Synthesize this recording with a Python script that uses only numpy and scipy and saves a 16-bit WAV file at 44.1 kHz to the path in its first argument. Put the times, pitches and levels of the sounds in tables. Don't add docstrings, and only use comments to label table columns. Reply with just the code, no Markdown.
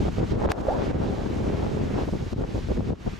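import sys
import numpy as np
from scipy import signal
from scipy.fft import rfft, irfft, next_fast_len
from scipy.io import wavfile
from scipy.ndimage import uniform_filter1d

SR = 44100
rng = np.random.default_rng(int(sys.argv[2]) if len(sys.argv) > 2 else 0)


def invert_db(level):
    return 10 ** (np.asarray(level, dtype=float) / 20)


def dump(signal):
    limited = np.clip(np.atleast_2d(signal).T, -1, 1)
    pcm = np.round(limited * 32767).astype(np.int16)
    wavfile.write(sys.argv[1], SR, pcm)


N = 140679


def rms_one(x):
    return x / np.sqrt(np.mean(x ** 2) + 1e-20)


def filtered(x, order, hz, kind="low"):
    return signal.sosfilt(signal.butter(order, hz, kind, fs=SR, output="sos"), x)


def filtered_both_ways(x, hz, kind="low"):
    return signal.sosfiltfilt(signal.butter(2, hz, kind, fs=SR, output="sos"), x)


def in_time(rows):
    seconds, *columns = np.transpose(rows)
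    return [np.interp(np.arange(N) / SR, seconds, column) for column in columns]


def at_hz(points, hz):
    known_hz, values = np.array(points).T[:2]
    return np.interp(np.log(hz), np.log(known_hz), values)


def drift(rate, channels=1):
    pole = np.exp(-80 * np.pi * rate / SR)
    noise = rng.standard_normal((channels, N // 40 + 2002))
    slow = signal.lfilter([1], [1, -2 * pole, pole * pole], noise)[:, 2000:]
    time = np.arange(N) / 40
    return np.array([np.interp(time, np.arange(len(path)), rms_one(path)) for path in slow])


def octaves(source, spectrum, likeness, centres):
    # pitch in Hz, left minus right in dB.
    port_difference = [(60, 1), (180, 2.5), (550, 1), (1650, -2.5), (4970, -1.5), (15000, 1)]
    size = next_fast_len(N)
    hz = np.maximum(np.arange(size // 2 + 1) * SR / size, 1)
    alike = np.clip(at_hz(likeness, hz), -.99, .99)
    for centre in centres:
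        left, right = rfft(source(centre), size)
        mid = np.sqrt(1 + alike) * (left + right) / 2
        side = np.sqrt(1 - alike) * (left - right) / 2
        slice_gain = np.clip(1 - abs(np.log2(hz / centre)), 0, 1) * invert_db(at_hz(spectrum, hz))
        lean = invert_db(at_hz(port_difference, centre) * np.array([[.5], [-.5]]))
        stereo = irfft(slice_gain * np.array([mid + side, mid - side]), size)[:, :N]
        yield centre, lean * stereo


def pokes(rate):
    chance, direction, size = rng.random((3, 2, N))
    spread_db = 2.5
    sizes = invert_db(-spread_db * np.log(size + 0.0029))
    return rms_one((chance < rate / SR) * np.sign(direction - .5) * sizes)


def evened(band, hz):
    even_s, even_share = .045, .6
    power = uniform_filter1d(np.mean(band ** 2, axis=0), int(max(even_s, 4 / hz) * SR))
    return band * (power / power.mean() + .02) ** (-even_share / 2)


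def buffeting(gain):
    # time in seconds, level in dB, brightness in dB per octave.
    flow_rows = [(0, -20.5, -14), (.13, -29, -5.5), (.28, -28.5, -6.5), (.42, -26.5, 7), (.57, -31.5, 9.5),
                 (.69, -30, 8), (.9, -23.5, 1), (1.1, -27, 2), (1.19, -32, 3.5), (1.3, -27.5, 1.5),
                 (1.7, -28.5, 1), (1.98, -27, -1.5), (2.07, -34.5, 0), (2.3, -44.5, 3), (2.6, -33.5, -7),
                 (2.9, -24.5, -1.5), (3.02, -36.5, -1), (3.19, -39.5, -10)]
    # centre in seconds, length in seconds, level in dB, brightness in dB per octave.
    puff_rows = [(0.017, 0.039, -25, 1), (0.072, 0.04, -25, 3.5), (0.213, 0.07, -22.5, 1.5),
                 (0.329, 0.031, -19.5, -1), (0.366, 0.035, -24.5, 0), (0.45, 0.024, -22.5, -7),
                 (0.491, 0.041, -27.5, 6), (0.604, 0.055, -28.5, -27), (0.772, 0.071, -28.5, 5.5),
                 (0.961, 0.034, -26, 1), (1.029, 0.052, -29.5, 5), (1.265, 0.012, -20.5, 2),
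                 (1.412, 0.098, -28, 0), (1.483, 0.049, -28.5, 4), (1.635, 0.028, -30.5, 6.5),
                 (1.791, 0.063, -25, -1), (1.992, 0.075, -26, 3.5), (2.084, 0.02, -25, 1),
                 (2.149, 0.041, -22, -3.5), (2.22, 0.049, -26.5, -2.5), (2.271, 0.015, -22.5, -8.5),
                 (2.334, 0.024, -22.5, -4), (2.412, 0.074, -25.5, 1), (2.499, 0.07, -34.5, 1.5),
                 (2.567, 0.051, -25.5, 0), (2.711, 0.031, -23, 1), (2.791, 0.045, -21, -4),
                 (2.919, 0.04, -27.5, -0.5), (3.075, 0.025, -22, -0.5), (3.137, 0.0095, -27.5, -5)]
    # pitch in Hz, strength in dB per Hz.
    eddy_spectrum = [(13, -18), (25, -5), (45, 0), (90, -1), (200, -2.5), (450, -7.5), (900, -22),
                     (1500, -35), (2600, -51)]
    # pitch in Hz, left-right likeness (1 is the same).
    eddy_likeness = [(30, 1), (60, 0.99), (130, 0.59), (290, -0.045), (640, -0.24), (1400, 0.35)]
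    eddies_per_cycle, big_eddies_per_s = .7, 200
    big_share, big_top_hz = .56, 524
    lump_db, lumps_per_s = 1.6, 22
    pivot_hz, tilt_octaves = 220, 2.02
    puff_edge = 6.0
    smear_cycles = 2.16

    t = np.arange(N) / SR
    flow_db, tilt_db = in_time(flow_rows)
    big = signal.hilbert(pokes(big_eddies_per_s)).imag
    lumps = drift(lumps_per_s, channels=2)
    shapes = [np.exp(-abs(2 * (t - s) / length) ** puff_edge) for s, length, _, _ in puff_rows]

    def eddies(hz):
        share = big_share / (1 + (hz / big_top_hz) ** 2)
        return np.sqrt(share) * big + np.sqrt(1 - share) * pokes(eddies_per_cycle * hz)

    out, plain = 0, 0
    for hz, band in octaves(eddies, eddy_spectrum, eddy_likeness, 25 * 2. ** np.arange(8)):
        band = evened(band, hz)
        up = np.clip(np.log2(hz / pivot_hz), 0, tilt_octaves)
        steady = gain * invert_db(flow_db + tilt_db * up + lump_db * lumps)
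        puff_power = 0
        for (_, _, db, bright_db), shape in zip(puff_rows, shapes):
            puff_power = puff_power + invert_db(2 * (db + bright_db * up)) * shape
        strength = np.sqrt(steady ** 2 + puff_power)
        out = out + band * uniform_filter1d(strength, int(smear_cycles * SR / hz) + 1)
        plain = plain + band
    return out / np.sqrt(np.mean(plain ** 2))


def lone_eddies(rows):
    pull_share, calm_widths = .55, 2.1
    t, out, room = np.arange(N) / SR, 0, 0
    for s, width, *heights in rows:
        u = np.maximum((t - s) / width + .6, 0)
        push = 5.1 * u ** 2 * np.exp(-u ** 2 * 1.9)
        pull = pull_share * np.minimum(u, 1) * np.exp(-(u - 2.1) ** 2)
        out = out + (push - pull) * np.array(heights)[:, None]
        room = np.maximum(room, np.exp(-((t - s - width) / (calm_widths * width)) ** 2))
    return out, room


def wind(gain):
    # time in seconds, width in seconds, height.
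    thump_rows = [(0.0046, 0.0054, 0.15), (0.0418, 0.0052, 0.13), (0.082, 0.0028, 0.11),
                  (0.1998, 0.0033, 0.1), (0.2351, 0.0032, -0.088), (0.3225, 0.0021, 0.18),
                  (0.3575, 0.0032, 0.15), (0.4562, 0.004, -0.2), (0.5021, 0.004, -0.13),
                  (0.6854, 0.0081, -0.14), (0.7381, 0.014, 0.11), (0.8398, 0.0059, 0.027),
                  (0.9665, 0.0047, -0.13), (1.0028, 0.0026, -0.17), (1.2468, 0.0032, 0.075),
                  (1.3299, 0.0053, -0.057), (1.3748, 0.0043, 0.099), (1.4124, 0.0025, 0.13),
                  (1.4707, 0.0029, 0.12), (1.6309, 0.0034, 0.12), (1.7484, 0.0019, -0.17),
                  (1.7938, 0.004, -0.024), (1.8356, 0.0021, -0.084), (1.9382, 0.0018, -0.15),
                  (1.9774, 0.0094, -0.11), (2.0332, 0.0068, -0.15), (2.1556, 0.0031, 0.16),
                  (2.2253, 0.0031, 0.11), (2.363, 0.0021, 0.11), (2.4309, 0.0095, -0.14),
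                  (2.545, 0.0025, 0.096), (2.5874, 0.0066, -0.11), (2.6459, 0.0044, -0.091),
                  (2.7084, 0.0066, -0.16), (2.7673, 0.0086, -0.12), (2.8058, 0.0032, 0.12),
                  (2.9095, 0.0026, 0.14), (3.0754, 0.0034, 0.15)]
    # time in seconds, width in seconds, height left, height right.
    snap_rows = [(0.0068, 0.0011, 0.033, -0.35), (0.0533, 0.001, 0.097, -0.32),
                 (0.0865, 0.00057, -0.13, -0.089), (0.2071, 0.0014, 0.079, -0.27),
                 (0.2366, 0.00075, -0.18, 0.25), (0.3237, 0.0013, 0.25, -0.43),
                 (0.4278, 0.00063, 0.15, -0.17), (0.452, 0.00065, 0.18, -0.38),
                 (0.505, 0.0005, -0.48, 0.29), (0.6529, 0.00095, 0.022, 0.26),
                 (0.6903, 0.00069, 0.071, -0.32), (0.7398, 0.0005, 0.00019, -0.11),
                 (0.798, 0.0008, -0.29, 0.036), (0.82, 0.00067, -0.32, 0.13),
                 (0.8417, 0.0011, -0.21, -0.056), (0.8821, 0.0018, -0.37, -0.12),
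                 (0.9131, 0.0008, 0.047, -0.28), (0.9463, 0.0014, -0.081, -0.29),
                 (1.0053, 0.0016, -0.21, 0.091), (1.0372, 0.00067, -0.15, 0.21),
                 (1.0649, 0.0011, -0.016, 0.26), (1.0998, 0.0016, -0.18, -0.28),
                 (1.266, 0.0015, 0.24, 0.15), (1.3136, 0.0021, 0.17, 0.39), (1.3391, 0.0012, 0.1, -0.13),
                 (1.4175, 0.0016, 0.21, -0.07), (1.4786, 0.0015, -0.24, -0.18), (1.505, 0.002, 0.35, 0.4),
                 (1.6007, 0.001, 0.18, -0.067), (1.632, 0.0013, 0.12, -0.22),
                 (1.6656, 0.00066, -0.25, 0.088), (1.7739, 0.00095, 0.083, -0.25),
                 (1.8176, 0.00073, -0.1, 0.033), (1.8376, 0.0018, 0.47, -0.033),
                 (1.9428, 0.00063, -0.14, 0.18), (1.9679, 0.0014, 0.2, -0.16),
                 (1.9891, 0.00074, 0.23, 0.18), (2.0353, 0.001, -0.22, -0.099),
                 (2.1363, 0.00093, 0.14, 0.16), (2.3853, 0.0023, -0.23, 0.33),
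                 (2.4122, 0.0013, -0.038, -0.25), (2.4399, 0.00058, -0.21, 0.099),
                 (2.557, 0.00087, -0.011, 0.24), (2.6874, 0.001, 0.21, -0.032),
                 (2.7197, 0.0011, 0.054, -0.4), (2.7782, 0.0016, 0.17, 0.23),
                 (2.9054, 0.0011, 0.37, -0.025), (3.0774, 0.0009, 0.32, -0.17)]
    # time in seconds, width in seconds,
    # height left, height right.
    further_snap_rows = [(.464, 0.0021, 0.5, 0.083), (.4893, 0.00041, 0.19, 0.096), (0.596, 0.0017, -0.016, -0.11),
                         (2.332, 0.00081, 0.077, .096), (2.807, 0.00074, 0.11, 0.092), (2.934, 0.001, 0.16, 0.014)]
    thump_calm, snap_calm = .61, .75
    stream = buffeting(gain)
    thumps, deep_room = lone_eddies(thump_rows)
    snaps, sharp_room = lone_eddies(snap_rows + further_snap_rows)
    deep = filtered_both_ways(stream, 257)
    snaps = filtered_both_ways(snaps, 200, "high")
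    thumps = filtered_both_ways(thumps, 35, "high")
    calmed_deep = deep * (1 - thump_calm * deep_room)
    calmed_rest = (stream - deep) * (1 - snap_calm * sharp_room)
    return calmed_deep + calmed_rest + thumps + snaps


def whistle():
    centre_s, length_s, level_db = .705, .0566, -31
    hz, rise_hz_per_s = 719, 6500
    t = np.arange(N) / SR - centre_s
    shape = np.exp(-(2 * t / length_s) ** 2) * invert_db(level_db + 7.2 * drift(60))
    return shape * np.sin(2 * np.pi * (hz * t + rise_hz_per_s * t ** 2 / 2) + drift(45))


def clicks():
    # time in seconds, height, rise time in seconds.
    jump_rows = [(.51655, .25, .00005), (.5186, -.15, .00004), (.51865, -.5, .00024), (.5189, .37, .00004),
                 (.51985, -.17, .00005)]
    right_late_s = .000006
    t = np.arange(N) / SR - np.array([[0], [right_late_s]])
    jumps = sum(height * np.clip((t - s) / rise, 0, 1) for s, height, rise in jump_rows)
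    sag = filtered(jumps, 2, 550, "high")
    sag = sag - .15 * filtered(sag, 1, [3500, 7000], "band")
    return filtered(sag, 1, 14000)


def rustle():
    # time in seconds, level in dB, brightness in dB per octave.
    rustle_rows = [(0, -45.5, -1), (.3, -45.5, -2.5), (.485, -47.5, -1.5), (.505, -32, -1),
                   (.53, -49, -0.5), (.7, -49, 0), (.84, -43.5, -3.5), (.92, -47, -4), (1.1, -48, -2),
                   (1.47, -48.5, -1.5), (1.6, -47.5, -2.5), (1.9, -47.5, -2.5), (2.0, -44.5, -2.5),
                   (2.08, -49.5, -0.5), (2.4, -48.5, -1.3), (2.8, -49, -1), (3.05, -48, -2),
                   (3.19, -50.5, -1.5)]
    # pitch in Hz, strength in dB per Hz.
    leaf_spectrum = [(400, -14), (1170, -12.5), (2770, -16), (6740, -24), (10600, -38.5), (11800, -35),
                     (13500, -43.5), (14300, -68)]
    # pitch in Hz, left-right likeness (1 is the same).
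    leaf_likeness = [(700, 0), (1400, .2), (3100, .62), (6800, .76), (10200, .68), (11500, .97)]
    patch_db, swell_db = 1.0, .43
    white = rng.standard_normal((2, N))
    swell = drift(21)
    level_db, tilt_db = in_time(rustle_rows)
    hiss = 0
    for hz, band in octaves(lambda hz: white, leaf_spectrum, leaf_likeness, 250 * 2. ** np.arange(8)):
        band_db = patch_db * drift(10.0) + swell_db * swell + tilt_db * np.log2(hz / 3000)
        hiss = hiss + band * invert_db(band_db)
    hiss = filtered(hiss, 1, 300, "high")
    bright = filtered(hiss, 2, 1500, "high")
    return invert_db(level_db) * hiss / np.sqrt(np.mean(bright ** 2))


def glints():
    level_db, swing_db, glints_per_s = -100, 6.0, 18
    edges = np.linspace(13700, 16500, 8)
    white, shared = rng.standard_normal(N), drift(glints_per_s)
    out = 0
    for band in zip(edges, edges[1:]):
        patch = rms_one(filtered(white, 3, band, "band"))
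        out = out + patch * invert_db(level_db + swing_db * (drift(glints_per_s) + shared / 2 - 1))
    return out


def ridden_gain():
    # time in seconds, depth in dB.
    duck_rows = [(0.088, 6.5), (.2, 8.5), (0.324, 8), (.355, 10), (0.462, 19), (0.525, 11.5), (.54, 3),
                 (0.612, 10), (.74, 8), (0.916, 8), (.96, 4.5), (2.333, 17), (2.425, 8), (2.775, 10),
                 (2.81, 3.5), (2.902, 10.5), (2.925, 14.5), (2.96, 7)]
    duck_s, recover_s = .0054, .044
    t, loss_db = np.arange(N) / SR, 0
    for s, depth_db in duck_rows:
        late = np.maximum(t - s, 0)
        loss_db = loss_db + depth_db * (1 - np.exp(-late / duck_s)) * np.exp(-late / recover_s)
    return invert_db(-loss_db)


def scene():
    gain = ridden_gain()
    return wind(gain) + whistle() + gain * (rustle() + glints()) + clicks()


def stalled(dry):
    start, end = int(.4842 * SR), int(.4886 * SR)
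    t = np.arange(N)
    stuck = np.clip(np.minimum((t - start) / 60 + 1, (end - t) / 25 + 1), 0, .985)
    resting = .055 - .02 * (t - start) / (end - start)
    return dry + stuck * (resting - dry)


def band_limit(x):
    return signal.sosfilt(signal.butter(12, 16560, fs=SR, output="sos"), x)


def record(dry):
    rounded = .5 * np.tanh(stalled(dry) / .5)
    fade_in = np.minimum(np.arange(N) / 100, 1)
    return band_limit(rounded * fade_in)


dry = scene()
out = record(dry)
dump(out)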